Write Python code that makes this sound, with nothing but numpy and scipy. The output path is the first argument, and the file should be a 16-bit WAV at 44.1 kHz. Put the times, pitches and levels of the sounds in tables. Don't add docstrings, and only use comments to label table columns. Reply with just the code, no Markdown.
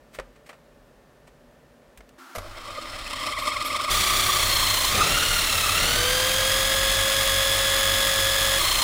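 import sys
import numpy as np
from scipy import signal
from scipy.fft import rfft, irfft, next_fast_len
from scipy.io import wavfile
from scipy.ndimage import uniform_filter1d

SR = 44100
rng = np.random.default_rng(int(sys.argv[2]) if len(sys.argv) > 2 else 0)


def log_audio(samples):
    frames = np.atleast_2d(samples).T
    limited = np.clip(frames, -1, 1)
    pcm = np.round(limited * 32767).astype(np.int16)
    wavfile.write(sys.argv[1], SR, pcm)


N = 389403
TIME = np.arange(N) / SR
FREQ = np.fft.rfftfreq(N, 1 / SR)
FAN_ON_S, MOTOR_ON_S, CLOSE_S = 2.178, 2.37, 3.895
TEETH_PER_TURN = 37.58

# start and release in seconds, target in wheel turns per second,
# lag in seconds.
PUSHES = [(2.33, 2.88, 17.5, .19), (2.88, 3.8, 32.3, .23), (3.8, 4.35, 30.5, .25), (4.87, 5.28, 39.2, .16),
          (5.7, 8.586, 45.25, .335)]


def undb(db):
    return 10 ** (np.asarray(db) / 20)


def unit(x):
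    return x / np.sqrt(np.mean(x ** 2))


def after(s):
    return np.clip((TIME - s) / 0.0092, 0, 1)


def shape(points):
    hz, db = np.transpose(points)
    return undb(np.interp(np.log(FREQ + 1), np.log(hz), db))


def filtered(x, gain):
    size = next_fast_len(N + 4096, True)
    return irfft(rfft(x, size) * np.interp(np.fft.rfftfreq(size, 1 / SR), FREQ, gain), size)[:N]


def noise(points):
    return unit(filtered(rng.standard_normal(N), shape(points)))


def wander(rate):
    hold = max(int(SR / rate), 1)
    steps = np.repeat(rng.standard_normal(N // hold + 1), hold)
    return unit(uniform_filter1d(uniform_filter1d(steps, hold), hold)[:N])


def sine(turns):
    return np.sqrt(2) * np.sin(2 * np.pi * turns)


def tones(turns, table):
    return sum(undb(db + .7 * wander(14)) * sine(multiple * turns + .03 * wander(40))
               for multiple, db in table)


def workshop():
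    # frequency in Hz, relative level in dB.
    air = [(21, -44), (35, 2), (60, -2.5), (76, -14), (157, -3), (174, -10.5), (243, -4), (307, -11),
           (528, -5), (799, -14), (1830, -19), (1980, -22), (6160, -32), (16900, -39)]
    # pitch in Hz, level in dB.
    hum = [(247.6, -68), (586.8, -66), (1793, -75)]
    return undb(-55) * noise(air) + sum(undb(db) * sine(hz * TIME + .24 * wander(33)) for hz, db in hum)


def cooling_fan():
    # frequency in Hz, relative level in dB.
    air = [(59, -76), (100, -46), (239, -14), (266, 0), (302, -32), (328, 1), (406, -27), (662, -17),
           (721, -12.5), (1060, -12), (1330, -7), (2370, -21), (4770, -24), (16000, -34)]
    # pitch in Hz, level in dB.
    whirr = [(275, -79), (1378, -56.5)]
    rush = undb(-47.5) * noise(air)
    return rush + sum(undb(db) * sine(hz * TIME + .1 * wander(80)) for hz, db in whirr)


def blow(s, db, colour, ring_s, rise_s, tail_db):
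    age = TIME - s
    onset = np.exp(np.clip(age / rise_s, -60, 0))
    fade = undb(-60 * np.clip(age / ring_s, 0, 9)) + undb(tail_db - 60 * np.clip(age / 0.35, 0, 9))
    burst = filtered(rng.standard_normal(N), colour) * onset * fade
    return undb(db) * burst / np.max(np.abs(burst))


def battery_and_plugs():
    # frequency in Hz, relative level in dB.
    plastic = [(35, -41), (60, -10), (306, -10), (551, 4), (884, -5.5), (1150, -1.5), (1630, -7.5),
               (1930, -5), (3730, -19.5), (7220, -29), (8320, -26.5), (10500, -38), (14000, -41),
               (15700, -41), (16900, -72)]
    # time in seconds, peak in dB, treble tilt in dB per octave, ring and rise in seconds.
    clicks = [(0.151, -34.5, 7, 0.096, 0.01), (.188, -19.5, -0.5, 0.021, 0.00068),
              (.198, -21, 1.5, 0.031, 0.00041), (.363, -46, 3.5, .04, 0.0048), (0.466, -43, 6, 0.11, .004),
              (.493, -31, 3, 0.081, 0.0016), (.53, -37, 2, 0.096, .002), (1.278, -43, 5, .05, 0.0044),
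              (1.975, -35.5, 8, 0.053, .0005), (2.007, -38, 2, .03, .001), (2.092, -42.5, 7, 0.019, .001)]
    octaves = np.log2(FREQ / 1000 + .1)
    return sum(blow(s, db, shape(plastic) * undb(tilt * octaves), ring_s, rise_s, tail_db=-25)
               for s, db, tilt, ring_s, rise_s in clicks)


def clunk():
    # frequency in Hz, relative level in dB.
    colour = [(59, -45), (100, -30), (244, -6.5), (315, -24), (634, 2.5), (854, -18), (1230, -2),
              (1830, -23), (2000, -8), (2420, -16), (10500, -25.5), (11400, -16.5), (16000, -47)]
    # time in seconds, peak in dB, ring in seconds.
    knocks = [(2.352, -22.5, 0.049), (2.36, -21, 0.054), (2.384, -21, 0.041)]
    return sum(blow(s, db, shape(colour), ring_s, rise_s=0.0018, tail_db=-21) for s, db, ring_s in knocks)


def bench_thumps():
    # start in seconds, pitch in Hz, peak in dB, ring in seconds.
    thumps = [(.19, 42, -40, 0.43), (0.192, 170, -54, 0.18), (0.198, 538, -41, 0.28),
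              (1.978, 48, -46, 0.46), (2.373, 36.5, -35, 0.83), (2.375, 93, -37, 0.43)]
    sound = 0
    for s, hz, db, ring_s in thumps:
        age = np.maximum(TIME - s, 0)
        sound += undb(db - 60 * age / ring_s) * np.sin(2 * np.pi * hz * age)
    return sound


def squeaks(pitch_hz=11600, width_hz=1400):
    # time in seconds, peak in dB.
    rubs = [(3.428, -35), (3.662, -28)]
    colour = 1 / (1 + ((FREQ - pitch_hz) / width_hz) ** 2)
    return sum(blow(s, db, colour, ring_s=0.12, rise_s=0.0079, tail_db=-22) for s, db in rubs)


def wheel_speed(coast_s=4.2, cut_s=8.586, after_cut_hz=29):
    hz = np.zeros(N)
    for start, release, target, lag in PUSHES:
        pushed_s = np.clip(TIME - start, 0, release - start)
        driven = target + (hz[int(start * SR)] - target) * np.exp(-pushed_s / lag)
        hz = np.where(TIME < start, hz, driven * np.exp(-np.maximum(TIME - release, 0) / coast_s))
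    return np.where(TIME < cut_s, hz, after_cut_hz * np.exp((cut_s - TIME) / coast_s))


def gear_state(wheel_hz, top_hz=45.3, full_strain_hz_per_s=50.4, build_s=0.14):
    loose = np.clip((top_hz - wheel_hz) / 13, 0, 1) ** 0.37
    gaining = np.maximum(np.gradient(wheel_hz) * SR, 0) / full_strain_hz_per_s
    held = sum(1. * (TIME >= start) * (TIME < release) for start, release, _, _ in PUSHES)
    span = int(build_s * SR)
    strain, coasting = (uniform_filter1d(x, span, origin=(span - 1) // 2) for x in (gaining, 1 - held))
    return loose, strain, coasting


def layer_levels(wheel_hz, strain, close, cruise_hz=30):
    # relative dB at cruising speed,
    # dB added per doubling of speed, dB added at full strain.
    far_levels = [(-33, 7.5, -3), (-10, 2, -0.5), (-35.2, 12.5, -7.5), (-48, 1.5, 4)]
    near_levels = [(-24, 0.6, 2), (-4, -3, -3.5), (-29.5, 3, 3.5), (-35.5, 2, 3)]
    doublings = np.log2(np.maximum(wheel_hz, 1) / cruise_hz)
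    far, near = (np.array([db + speed_db * doublings + strain_db * strain
                           for db, speed_db, strain_db in rows]) for rows in (far_levels, near_levels))
    return far * (1 - close) + near * close


def chassis(depth_db):
    # frequency in Hz, width in Hz, relative height in dB.
    resonances = [(600, 85, 10), (1217, 150, 11), (2008, 320, 8.5), (2520, 60, 1), (2630, 67, 0.5),
                  (3150, 240, 3), (3670, 110, 2.5), (4230, 70, 4), (5300, 71, 4), (7640, 90, -2),
                  (9830, 300, -3), (15000, 420, 17)]
    peaks = sum(undb(db + depth_db) ** 2 / (1 + (2 * (FREQ - hz) / width) ** 2)
                for hz, width, db in resonances)
    return np.sqrt(1 + peaks)


def shudder(strain):
    # frequency in Hz, relative level in dB.
    colour = [(25, -7), (60, -5), (110, -1), (170, -2), (260, -9), (420, -9.5), (700, -5), (1500, -38)]
    return undb(-29.5) * strain * noise(colour)


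def tyres(turns, loose):
    # shakes per wheel turn, relative level in dB.
    unbalance = [(1.002, 4.5), (2.028, 1.5), (2.149, -9), (3.03, -9), (4.05, -14), (7, -15)]
    # frequency in Hz, relative level in dB.
    rumble = [(18, -9), (35, 9.5), (65, -18), (100, 4.5), (140, -18.5), (250, -20.5), (500, -45)]
    shake = sum(undb(db + 1.5 * wander(10)) * sine(multiple * turns + (.02 + .06 * loose) * wander(9))
                for multiple, db in unbalance)
    return undb(-3) * unit(shake) + undb(-7.5 + 6.9 * loose) * noise(rumble)


def rattle(turns, loose, treble_db, colour, depth_db, spread_db, beat_db, uneven_db, hits_per_s):
    hits = (rng.random(N) < hits_per_s / SR) * rng.standard_normal(N)
    hits *= undb(spread_db * np.minimum(rng.exponential(size=N), 4))
    bunching = sine(2.4 * turns) * (1 - 0.66 * loose) + 0.35 * sine(turns)
    swell = undb(beat_db * bunching + uneven_db * wander(110))
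    impacts = (unit(hits) + 0.58 * rng.standard_normal(N)) * swell
    ring = filtered(impacts, shape(colour) * chassis(depth_db))
    treble = filtered(ring, 1 / (1 + (6700 / (FREQ + 1)) ** 8))
    middle = filtered(ring, 1. * (FREQ > 2000) * (FREQ < 6500))
    return undb(-2) * (ring - treble) / np.std(middle) + undb(treble_db) * unit(treble)


def drive_shafts(turns, slow_turns, loose, close, treble_db):
    # frequency in Hz, relative level in dB.
    far_colour = [(100, -13), (180, -14), (270, -1), (410, -14.5), (600, -7), (820, -16), (1150, -4.5),
                  (1550, -16.5), (2300, -9), (5200, -5), (6200, -15.5), (8000, -12), (11000, -21),
                  (15500, -42)]
    near_colour = [(100, -10.5), (170, -2), (300, -5.5), (800, -4), (1500, -2.5), (2500, -1), (3700, 3.5),
                   (5000, -3.5), (7500, -2.5), (10500, -5), (13000, -12), (15800, -18)]
    far = rattle(slow_turns, loose, treble_db, far_colour,
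                 depth_db=4.5, spread_db=-0.5, beat_db=0.5, uneven_db=2.5, hits_per_s=6050)
    near = rattle(turns, loose, treble_db, near_colour,
                  depth_db=-1, spread_db=.8, beat_db=1.3, uneven_db=.4, hits_per_s=15000)
    return far * (1 - close) + undb(-1.37) * near * close


def motor_tone(turns, wheel_hz, coasting, full_hz=41.5, swell_hz=1.1):
    # cycles per wheel turn, level in dB at full speed.
    rotor = [(12, -32), (24, -41)]
    below_full = np.clip((full_hz - wheel_hz) / swell_hz, 0, 1)
    return undb(-13 * below_full - 8 * coasting) * tones(turns, rotor)


def squeal(turns, wheel_hz, coasting, fade_above_hz=28.8):
    # pitch in Hz, relative dB under throttle, relative dB coasting.
    notes = [(3346, 3, -5.5), (4190, -1, 2.5)]
    ring = sum(undb(driven_db + (coast_db - driven_db) * coasting) * sine(hz * TIME + .24 * wander(170))
               for hz, driven_db, coast_db in notes)
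    level_db = -34.5 - 1.63 * np.maximum(wheel_hz - fade_above_hz, 0)
    return ring * undb(level_db + 2.5 * sine(turns + .25) + 1.5 * wander(110))


def tight_gears(turns, loose):
    # cycles per wheel turn, relative level in dB.
    clean_tones = [(36.45, -38), (37.58, -45), (73, -41), (75.16, -37), (76.16, -44), (77.19, -47),
                   (110.55, -45), (114.77, -46)]
    return undb(2.5) * np.clip(1 - loose / .9, 0, 1) * tones(turns, clean_tones)


def chatter():
    # middle in seconds, rise in dB, half-length in seconds.
    bursts = [(2.7, 7.5, .045), (2.787, 17.5, .007), (3.138, 12.5, .008), (3.218, 7, .009),
              (3.283, 6, .014), (3.373, 4, .012), (3.435, 4, .014)]
    return sum(db * np.exp(-((TIME - s) / length) ** 2) for s, db, length in bursts)


def gear_beat(turns, slow_turns, slack, close):
    far = np.array([2.7 * sine(slow_turns), .012 * sine(slow_turns + .4)])
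    near = np.array([1.2 * sine(turns), .0039 * sine(turns + .48)])
    throb_db, swoop = far * (1 - close) + near * slack * close
    shaft_db = 2.26 * sine(turns) + 0.7 * sine(2.03 * turns)
    return throb_db + shaft_db * close, swoop


def gear_overtones(mesh, turns, wheel_hz, loose, strain, close, crawl, swell_db, rattle_db):
    # frequency in Hz, relative level in dB.
    gearbox = [(700, -3), (1200, -15.5), (1700, -25), (2300, -12), (2800, -7), (3400, -8.5), (4000, -9.5),
               (4600, -9), (5100, -12), (5800, -11), (6800, -13), (8200, -22.5), (10200, -14), (13000, -23)]
    hz, db = np.transpose(gearbox)
    overtones = 0
    for k in range(2, 9):
        gearbox_db = np.interp(k * TEETH_PER_TURN * wheel_hz, hz, db)
        third_db = 0.5 * (k == 3) * close
        loose_db = loose * (2.2 * wander(120) - 0.75 * (k - 2) + third_db)
        level_db = rattle_db + gearbox_db + loose_db + 0.11 * swell_db - 4 * crawl
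        smear = (.13 * loose + .25 * strain * close) * wander(260)
        overtones += undb(level_db) * sine(k * mesh + smear)
    overtones *= undb(3 * (1 - loose) * sine(2.03 * turns))
    shell = (chassis(4) - 1) / (1 + (FREQ / 5600) ** 10)
    return undb(1) * filtered(overtones, shell) * (1 - close) + undb(-2) * overtones * close


def gear_whine(turns, wheel_hz, loose, strain, close, whine_db, rattle_db):
    sway = .06 * sine(turns) + .062 * sine(2.03 * turns + .2)
    crawl = np.clip((27 - wheel_hz) / 8, 0, 1)
    slip = loose * ((.04 + .18 * crawl) * wander(260) + .18 * wander(45)) + .007 * wander(500)
    chatter_db = chatter()
    mesh = TEETH_PER_TURN * turns + sway + slip / undb(chatter_db)
    swell_db = 4 * loose * wander(90) / undb(chatter_db) + chatter_db
    main_tone = sine(mesh + 0.23 * loose * wander(220)) * undb(swell_db - 2.1 * (1 - loose) ** 2)
    octave = crawl * sine(2 * mesh) * undb(swell_db - 0.5)
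    whine = undb(whine_db - 8 - 3.95 * close) * filtered(main_tone + octave, chassis(-0.8))
    return whine + gear_overtones(mesh, turns, wheel_hz, loose, strain, close, crawl, swell_db, rattle_db)


def drivetrain():
    wheel_hz = wheel_speed()
    loose, strain, coasting = gear_state(wheel_hz)
    relaxed = np.clip(1 - strain, 0, 1)
    close = after(CLOSE_S)
    rattle_db, treble_db, whine_db, shake_db = layer_levels(wheel_hz, strain, close)
    turns = np.cumsum(wheel_hz * (1 + 0.000536 * wander(8))) / SR
    slow_turns = .68 * turns
    clatter = undb(rattle_db) * drive_shafts(turns, slow_turns, loose, close, treble_db)
    throb_db, swoop = gear_beat(turns, slow_turns, loose ** 2 * relaxed, close)
    whine = gear_whine(turns + swoop, wheel_hz, loose, strain, close, whine_db, rattle_db)
    gears = undb(throb_db / undb(chatter())) * whine + tight_gears(turns, loose)
    close_only = shudder(strain) + motor_tone(turns, wheel_hz, coasting)
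    close_only += relaxed * squeal(turns, wheel_hz, coasting)
    shake = undb(shake_db) * tyres(turns, loose)
    return after(MOTOR_ON_S) * (clatter + gears + close * close_only + shake)


def scene():
    fan_on = after(FAN_ON_S)
    background = workshop() * (1 - fan_on) + cooling_fan() * fan_on
    knocks = battery_and_plugs() + clunk() + bench_thumps()
    return (background + knocks + drivetrain() + squeaks())[None]


def record(dry):
    ceiling, top_hz = .36, 15800
    rounded = dry / (1 + (dry / ceiling) ** 4) ** .25
    return signal.sosfilt(signal.ellip(10, .2, 80, top_hz, fs=SR, output="sos"), rounded)


dry = scene()
out = record(dry)
log_audio(out)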